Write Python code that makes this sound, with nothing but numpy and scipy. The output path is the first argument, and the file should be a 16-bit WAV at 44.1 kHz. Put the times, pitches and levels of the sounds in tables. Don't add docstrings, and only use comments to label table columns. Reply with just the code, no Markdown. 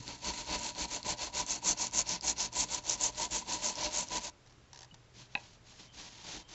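import sys
import numpy as np
from scipy import signal
from scipy.fft import rfft, irfft, next_fast_len
from scipy.io import wavfile
from scipy.ndimage import map_coordinates

SR = 44100
rng = np.random.default_rng(int(sys.argv[2]) if len(sys.argv) > 2 else 0)


def output_pcm(signal):
    pcm = np.clip(np.atleast_2d(signal).T, -1, 1) * 32767
    wavfile.write(sys.argv[1], SR, np.round(pcm).astype(np.int16))


N = 288414


def amp(db):
    return 10 ** (np.asarray(db) / 20)


def unit(x):
    return x / np.sqrt(np.mean(x ** 2) + 1e-20)


def clock():
    return np.arange(N) / SR


def along(points, hz):
    f, v = np.transpose(points)
    return np.interp(np.log(hz + 1), np.log(f + 1), v)


def curves(rows):
    s, *cols = np.transpose(rows)
    return [np.interp(clock(), s, c) for c in cols]


def wobble(rate):
    knots = rng.standard_normal(int(N * rate / SR) + 4)
    return map_coordinates(knots, [clock() * rate])


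def arch(s, length):
    return np.abs(np.sin(np.pi * np.clip((clock() - s) / length, 0, 1)))


def add(track, s, sound):
    part = track[round(s * SR):][:len(sound)]
    part += sound[:len(part)]


def filtered(x, response):
    size = next_fast_len(N + SR // 2)
    return irfft(rfft(x, size) * response(np.fft.rfftfreq(size, 1 / SR)), size)[:N]


def coloured(x, spectrum):
    return unit(filtered(x, lambda hz: amp(along(spectrum, hz))))


def catches(rate, spread_db):
    hit = rng.random(N) < rate / SR
    size = np.clip(rng.standard_normal(N), -2, 2)
    return unit(hit * rng.choice([-1, 1], N) * amp(spread_db * size))


def ring(hz, t60, attack):
    t = np.arange(SR // 5) / SR
    decay = np.exp(-np.log(1000) * t / t60)
    return np.sin(2 * np.pi * hz * t) * decay * (1 - np.exp(-t / attack))


def rung(x, modes, edge_hz):
    def response(hz):
        body = sum(amp(db) * 1j * hz * w / (c * c - hz * hz + 1j * hz * w) for c, w, db in modes)
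        body = body * signal.freqs(*signal.butter(8, 1, analog=True), hz / edge_hz)[1]
        return body / np.sqrt(np.mean(np.abs(body) ** 2))
    return filtered(x, response)


# frequency in Hz, relative density in dB.
AIR_SPECTRUM = [(12, -26), (20, -8), (92, -7.5), (131, -6.5), (152, -14), (182, -16), (415, -17.5),
                (483, -19.5), (534, -20), (605, -19.5), (703, -21.5), (6550, -30.5), (8000, -34),
                (10400, -68), (17600, -120)]


def workshop():
    air = coloured(rng.standard_normal(N), AIR_SPECTRUM)
    hum = np.sin(2 * np.pi * 120 * clock() + 0.23 * wobble(3.6)) * amp(0.92 * wobble(2.9))
    return amp(-62.0) * air + amp(-64.5) * hum


def handling_bump():
    out = np.zeros(N)
    thump = amp(-37.0) * ring(122, t60=0.083, attack=0.0031)
    thump = thump + amp(-41) * ring(257, t60=0.049, attack=.003)
    add(out, .001, thump)
    return out


# start in seconds, relative grinding level in dB,
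# relative level of the wire pings in dB, centre pitch of the pings in Hz.
BRUSH_STROKES = [(0.028, -52, -57, 6400), (0.196, -45, -41, 6450), (0.34, -48, -47, 6700),
                 (0.452, -42, -42, 6300), (0.591, -47, -40.8, 6850), (0.737, -43, -38.5, 6530),
                 (0.877, -46.5, -40.4, 6600), (1.022, -42, -36, 6900), (1.155, -45, -40, 6530),
                 (1.312, -42, -34, 6680), (1.447, -46, -33.5, 6780), (1.606, -43, -29, 6490),
                 (1.751, -45.5, -33.7, 6400), (1.907, -44, -28.5, 6600), (2.041, -45.5, -34.5, 5820),
                 (2.205, -43.5, -29.5, 6700), (2.345, -45, -34.5, 5840), (2.505, -42.5, -29.5, 7000),
                 (2.669, -44.5, -35.7, 6660), (2.822, -44, -33, 6250), (2.979, -42.5, -29.5, 6960),
                 (3.124, -43.5, -36, 6730), (3.289, -42, -32, 7070), (3.443, -43.5, -36.5, 6650),
                 (3.593, -44, -32, 6750), (3.75, -41.5, -37.5, 5640), (3.896, -44, -32, 6750),
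                 (4.074, -42, -37, 6460), (4.212, -48.5, -41.5, 6330)]
# time in seconds,
# relative bench level in dB, relative ring of the part in dB, relative rustle at the turns in dB.
HAND_CONTACT = [(0.02, 6, 0, -57), (.42, 0.5, 0.5, -47), (1.1, -1, -1, -58.5), (1.8, 0, 2, -57),
                (2.35, -1, 0, -68), (2.9, -3, -2, -54), (3.35, -2, -6.5, -57.5), (3.75, -1.5, -1.5, -44.5),
                (4.25, -3.5, -3.5, -52.5)]
LIFT_OFF_S = 4.3
PULL_PEAK, PUSH_PEAK = 0.44, 0.64
PULL_SHAKE_DB, PUSH_SHAKE_DB = 0.37, 1.5
PUSH_BENCH_DB = 1
EASE_DB = -6


def scrubbing():
    t = clock()
    start, grind_db, ping_db, ping_hz = np.transpose(BRUSH_STROKES)
    bench_db, part_db, turn_db = curves(HAND_CONTACT)
    push = np.arange(len(start)) % 2 == 1
    length = np.diff(np.r_[start, LIFT_OFF_S])
    fastest = start + length * np.where(push, PUSH_PEAK, PULL_PEAK)
    vise_db = grind_db + np.where(push, PUSH_SHAKE_DB, PULL_SHAKE_DB)
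    marks = np.sort(np.r_[start, fastest, LIFT_OFF_S])
    travel = np.interp(t, marks, np.arange(len(marks)) / 2)
    stroke = np.minimum(travel.astype(int), len(start) - 1)
    speed = np.abs(np.sin(np.pi * travel))
    rustle = amp(turn_db + np.interp(t, start, EASE_DB * push)) * (t < LIFT_OFF_S)
    grip = amp((1.44 - speed) * (1.73 * wobble(70) + 1.5 * wobble(420)))

    def force(db, power, turn):
        return grip * np.hypot(amp(db[stroke]) * speed ** power, turn * rustle)

    grind = force(grind_db, power=1.56, turn=0.64)
    shake = force(vise_db, power=1.24, turn=0.64)
    crest = 1 - np.abs(2 * (travel % 1) - 1)
    spring = amp(-3.5 + 3.26 * crest) * force(ping_db, power=2.3, turn=1.33)
    bench_gain = amp(bench_db + PUSH_BENCH_DB * push[stroke])
    return grinding(grind, part_db) + springing_wires(spring, ping_hz[stroke]) + shaking(shake, bench_gain)


# frequency in Hz, relative density in dB.
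GRIT_SPECTRUM = [(30, -18.5), (200, -14), (900, -11.5), (1200, -7.5), (1800, -1), (2500, 0.5), (3300, 3.5),
                 (4400, 5.5), (5300, 1.5), (7400, -2), (9000, -13.5)]
# frequency in Hz, width in Hz, relative level in dB.
PART_MODES = [(1330, 37, -12.5), (1544, 160, -9.5), (2070, 130, -10), (2310, 150, -7.5), (2645, 210, -5),
              (3400, 110, -11), (3840, 62, -7.5), (4180, 95, -1.5), (4377, 99, 3)]


def grinding(grind, part_db):
    grit = amp(2.5) * grind * coloured(catches(rate=5000, spread_db=3.5), GRIT_SPECTRUM)
    strikes = grind * amp(part_db) * catches(rate=5000, spread_db=1.5)
    return grit + rung(strikes, PART_MODES, edge_hz=4940)


def pings(rate, pitch_hz, scatter, life, spread_db):
    count = int(rate * N / SR)
    start = rng.integers(0, N, count)
    pitch, size, hold = np.clip(rng.standard_normal((count, 3)), -2.2, 2.2).T[:, :, None]
    k = np.arange(256)
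    hz = pitch_hz[start, None] * np.exp(scatter * pitch)
    wave = amp(spread_db * size) * np.sin(2 * np.pi * hz * k / SR)
    wave = wave * np.exp(-k / SR / (life * np.exp(0.32 * hold)))
    return unit(np.bincount((start[:, None] + k).ravel(), wave.ravel())[:N])


# frequency in Hz, relative density in dB.
WIRE_SPECTRUM = [(1500, -32), (3500, -1.5), (5000, -0.5), (6200, 3), (7400, 1.5), (9000, -3.5)]


def springing_wires(spring, pitch_hz):
    shower = pings(rate=3200, pitch_hz=pitch_hz, scatter=0.11, life=0.00053, spread_db=4.5)
    return spring * coloured(shower, WIRE_SPECTRUM)


# frequency in Hz, width in Hz, relative level in dB.
VISE_MODES = [(560, 6.8, -15.5), (608, 41.5, -1.5), (707, 29, -5), (767, 45, -6), (884, 77, -4),
              (938, 50, 0), (971, 47, 3.5), (973, 44, -7.5)]
# time in seconds, relative level in dB.
JAW_DRONE = [(0, -26), (3.4, -19.5), (3.8, -7.5), (4.25, -10.5)]
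# frequency in Hz, width in Hz, relative level in dB.
BENCH_MODES = [(42.6, 8.8, -2.5), (57, 14.4, 3), (118.3, 21, -1), (174.6, 23, 0.5), (230.6, 12.8, 2),
               (278, 13, 1), (301.6, 12, -2.5), (344, 44, -13.5), (397, 20, -19.5)]


def shaking(shake, bench_gain):
    vise_drive = amp(-1.0 + 1.54 * wobble(55)) * shake * catches(rate=5000, spread_db=2.5)
    vise = rung(vise_drive, VISE_MODES, edge_hz=980)
    jaw_drive = shake * amp(curves(JAW_DRONE)[0]) * catches(rate=3400, spread_db=4.5)
    jaw = rung(jaw_drive, [(607.4, 16, 0)], edge_hz=840)
    bench_drive = amp(-6.0) * shake * bench_gain * catches(rate=5000, spread_db=2.5)
    return vise + jaw + rung(bench_drive, BENCH_MODES, edge_hz=448)


# time in seconds (the snap follows 1.5 ms later),
# relative level in dB, pitch in Hz.
WIRE_FLICKS = [(0.0776, -21.5, 4500), (0.2443, -21.5, 4200), (0.7485, -31, 4440), (1.0285, -24, 4440),
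               (1.332, -32, 4420), (1.4634, -25, 6240), (1.6352, -32, 6000), (1.8672, -18.5, 7000),
               (1.91, -31, 6150), (2.091, -14.5, 5870), (2.209, -24, 4970), (2.5274, -29, 5940),
               (2.8942, -11, 6360), (2.8979, -8.5, 6100), (3.1463, -31, 4350), (3.309, -27, 7300),
               (3.7539, -23.5, 5500), (4.0846, -27, 5800)]


def flicks():
    rings, cracks = np.zeros(N), np.zeros(N)
    t = np.arange(SR // 20) / SR
    for s, db, hz in WIRE_FLICKS:
        add(rings, s + 0.001497, amp(db + 0.5) * ring(hz, t60=0.0045, attack=0.00023))
        add(cracks, s + .0015, amp(db - 14) * np.exp(-t / 0.0018))
    return rings + cracks * coloured(rng.standard_normal(N), WIRE_SPECTRUM)


# start in seconds, length in seconds, relative level in dB.
BRISTLE_DRAGS = [(4.462, .07, -52), (4.731, .125, -41), (4.942, .01, -40.5)]
# frequency in Hz, relative density in dB.
BRISTLE_SPECTRUM = [(100, -21), (500, -31), (760, 7), (980, 7), (1250, -15), (1750, 6), (2300, -2.5),
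                    (3800, 3.5), (6000, 6), (8000, -5)]
TICK_GAP_S, TICK_SCATTER_S, TICK_DECAY_S = .0145, 0.0027, 0.0049


def brush_laid_down():
    bursts, out = np.zeros(N), np.zeros(N)
    t = np.arange(SR // 10) / SR
    for start, length, db in BRISTLE_DRAGS:
        for s in np.arange(start, start + length, TICK_GAP_S):
            late, size = rng.standard_normal(2)
            shift = TICK_SCATTER_S * late * (s > start)
            add(bursts, s + shift, amp(db - 5.5 + 0.97 * size) * np.exp(-t / TICK_DECAY_S))
    add(out, 4.911, amp(-49.0) * ring(2940, t60=0.07, attack=0.00099))
    add(out, 4.922, amp(-43.0) * ring(164, t60=0.051, attack=.003))
    vise_ring = rung(amp(-9) * bursts * rng.standard_normal(N), [(797, 42, 0), (920, 68, 0)], edge_hz=1140)
    bristles = amp(-1) * bursts * coloured(catches(rate=9900, spread_db=7), BRISTLE_SPECTRUM)
    return out + vise_ring + bristles


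# start in seconds, length in seconds,
# relative rub level in dB.
RAG_RUBS = [(5.133, .15, -55), (5.27, 0.32, -58.5), (5.638, 0.12, -57.5), (5.722, 0.17, -53.5),
            (5.92, 0.2, -48.5), (6.048, 0.33, -51.5), (6.225, 0.21, -44.5), (6.474, 0.19, -47.5)]
# frequency in Hz, relative density in dB.
RAG_SPECTRUM = [(40, -22), (120, -14), (170, 3.5), (260, -6), (450, -9.5), (900, -2.5), (1250, -8.5),
                (2000, -5), (3200, -1.5), (4400, -0.5), (5300, -2.5), (6600, -1.5), (8000, -12.5)]
# start in seconds, length in seconds, pitch in Hz,
# relative level in dB.
RAG_SQUEAKS = [(5.857, 0.077, 3100, -64.5), (6.417, 0.096, 3160, -68)]
RUB_POWER = 0.79


def wiping():
    rub = np.sqrt(sum((amp(db) * arch(s, length) ** RUB_POWER) ** 2 for s, length, db in RAG_RUBS))
    rub = rub * amp(1.15 * wobble(120) + 1.1 * wobble(30))
    fibres = amp(-0.5) * rub * coloured(catches(rate=9000, spread_db=3.5), RAG_SPECTRUM)
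    vise_drive = amp(-18 + 4.6 * wobble(35)) * rub * rng.standard_normal(N)
    vise = rung(vise_drive, VISE_MODES, edge_hz=960)
    bumps = rung(amp(-14.5) * rub * catches(rate=60, spread_db=4), BENCH_MODES, edge_hz=450)
    squeaks = np.zeros(N)
    for s, length, hz, db in RAG_SQUEAKS:
        squeal = amp(db) * arch(s, length) * rng.standard_normal(N)
        squeaks += rung(squeal, [(hz, 110, 0)], edge_hz=4900)
    return fibres + vise + bumps + squeaks


# time in seconds, relative level in dB.
KNOCK_BLOWS = [(5.3521, -19), (5.365, -49), (5.374, -38)]
# frequency in Hz, relative level in dB,
# 60 dB decay time in seconds.
KNOCK_MODES = [(250, -13.5, 0.016), (814, -15.5, 0.077), (1014, -19.5, 0.051), (1660, -14, 0.034),
               (1950, -4, 0.014), (2564, 3, 0.019), (3920, 2.5, 0.0053)]


def knock():
    out = np.zeros(N)
    for s, db in KNOCK_BLOWS:
        add(out, s, sum(amp(db + level) * ring(hz, t60, attack=0.0006) for hz, level, t60 in KNOCK_MODES))
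    since = np.maximum(clock() - KNOCK_BLOWS[0][0], 0)
    jolt = amp(-43) * np.exp(-since / 0.02) * (since > 0)
    return out + rung(jolt * rng.standard_normal(N), VISE_MODES, edge_hz=900)


# frequency in Hz, 60 dB decay time in seconds.
ROOM_DECAY = [(100, 0.31), (1000, 0.23), (4000, 0.07), (8000, 0.067)]


def room(x):
    hz, t, z = signal.stft(rng.standard_normal(SR // 2), SR, nperseg=256)
    decay = amp(-60 * t / along(ROOM_DECAY, hz)[:, None])
    tail = signal.istft(z * decay, SR, nperseg=256)[1]
    tail = np.pad(tail, (SR // 200, 0)) / np.linalg.norm(tail)
    return signal.fftconvolve(x, tail)[:N]


def scene():
    work = handling_bump() + scrubbing() + flicks() + brush_laid_down() + wiping() + knock()
    return (work + amp(-18.5) * room(work) + workshop())[None]


def record(dry):
    return filtered(dry[0], lambda hz: 1 / np.sqrt(1 + (hz / 7680) ** 110))[None]


dry = scene()
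out = record(dry)
output_pcm(out)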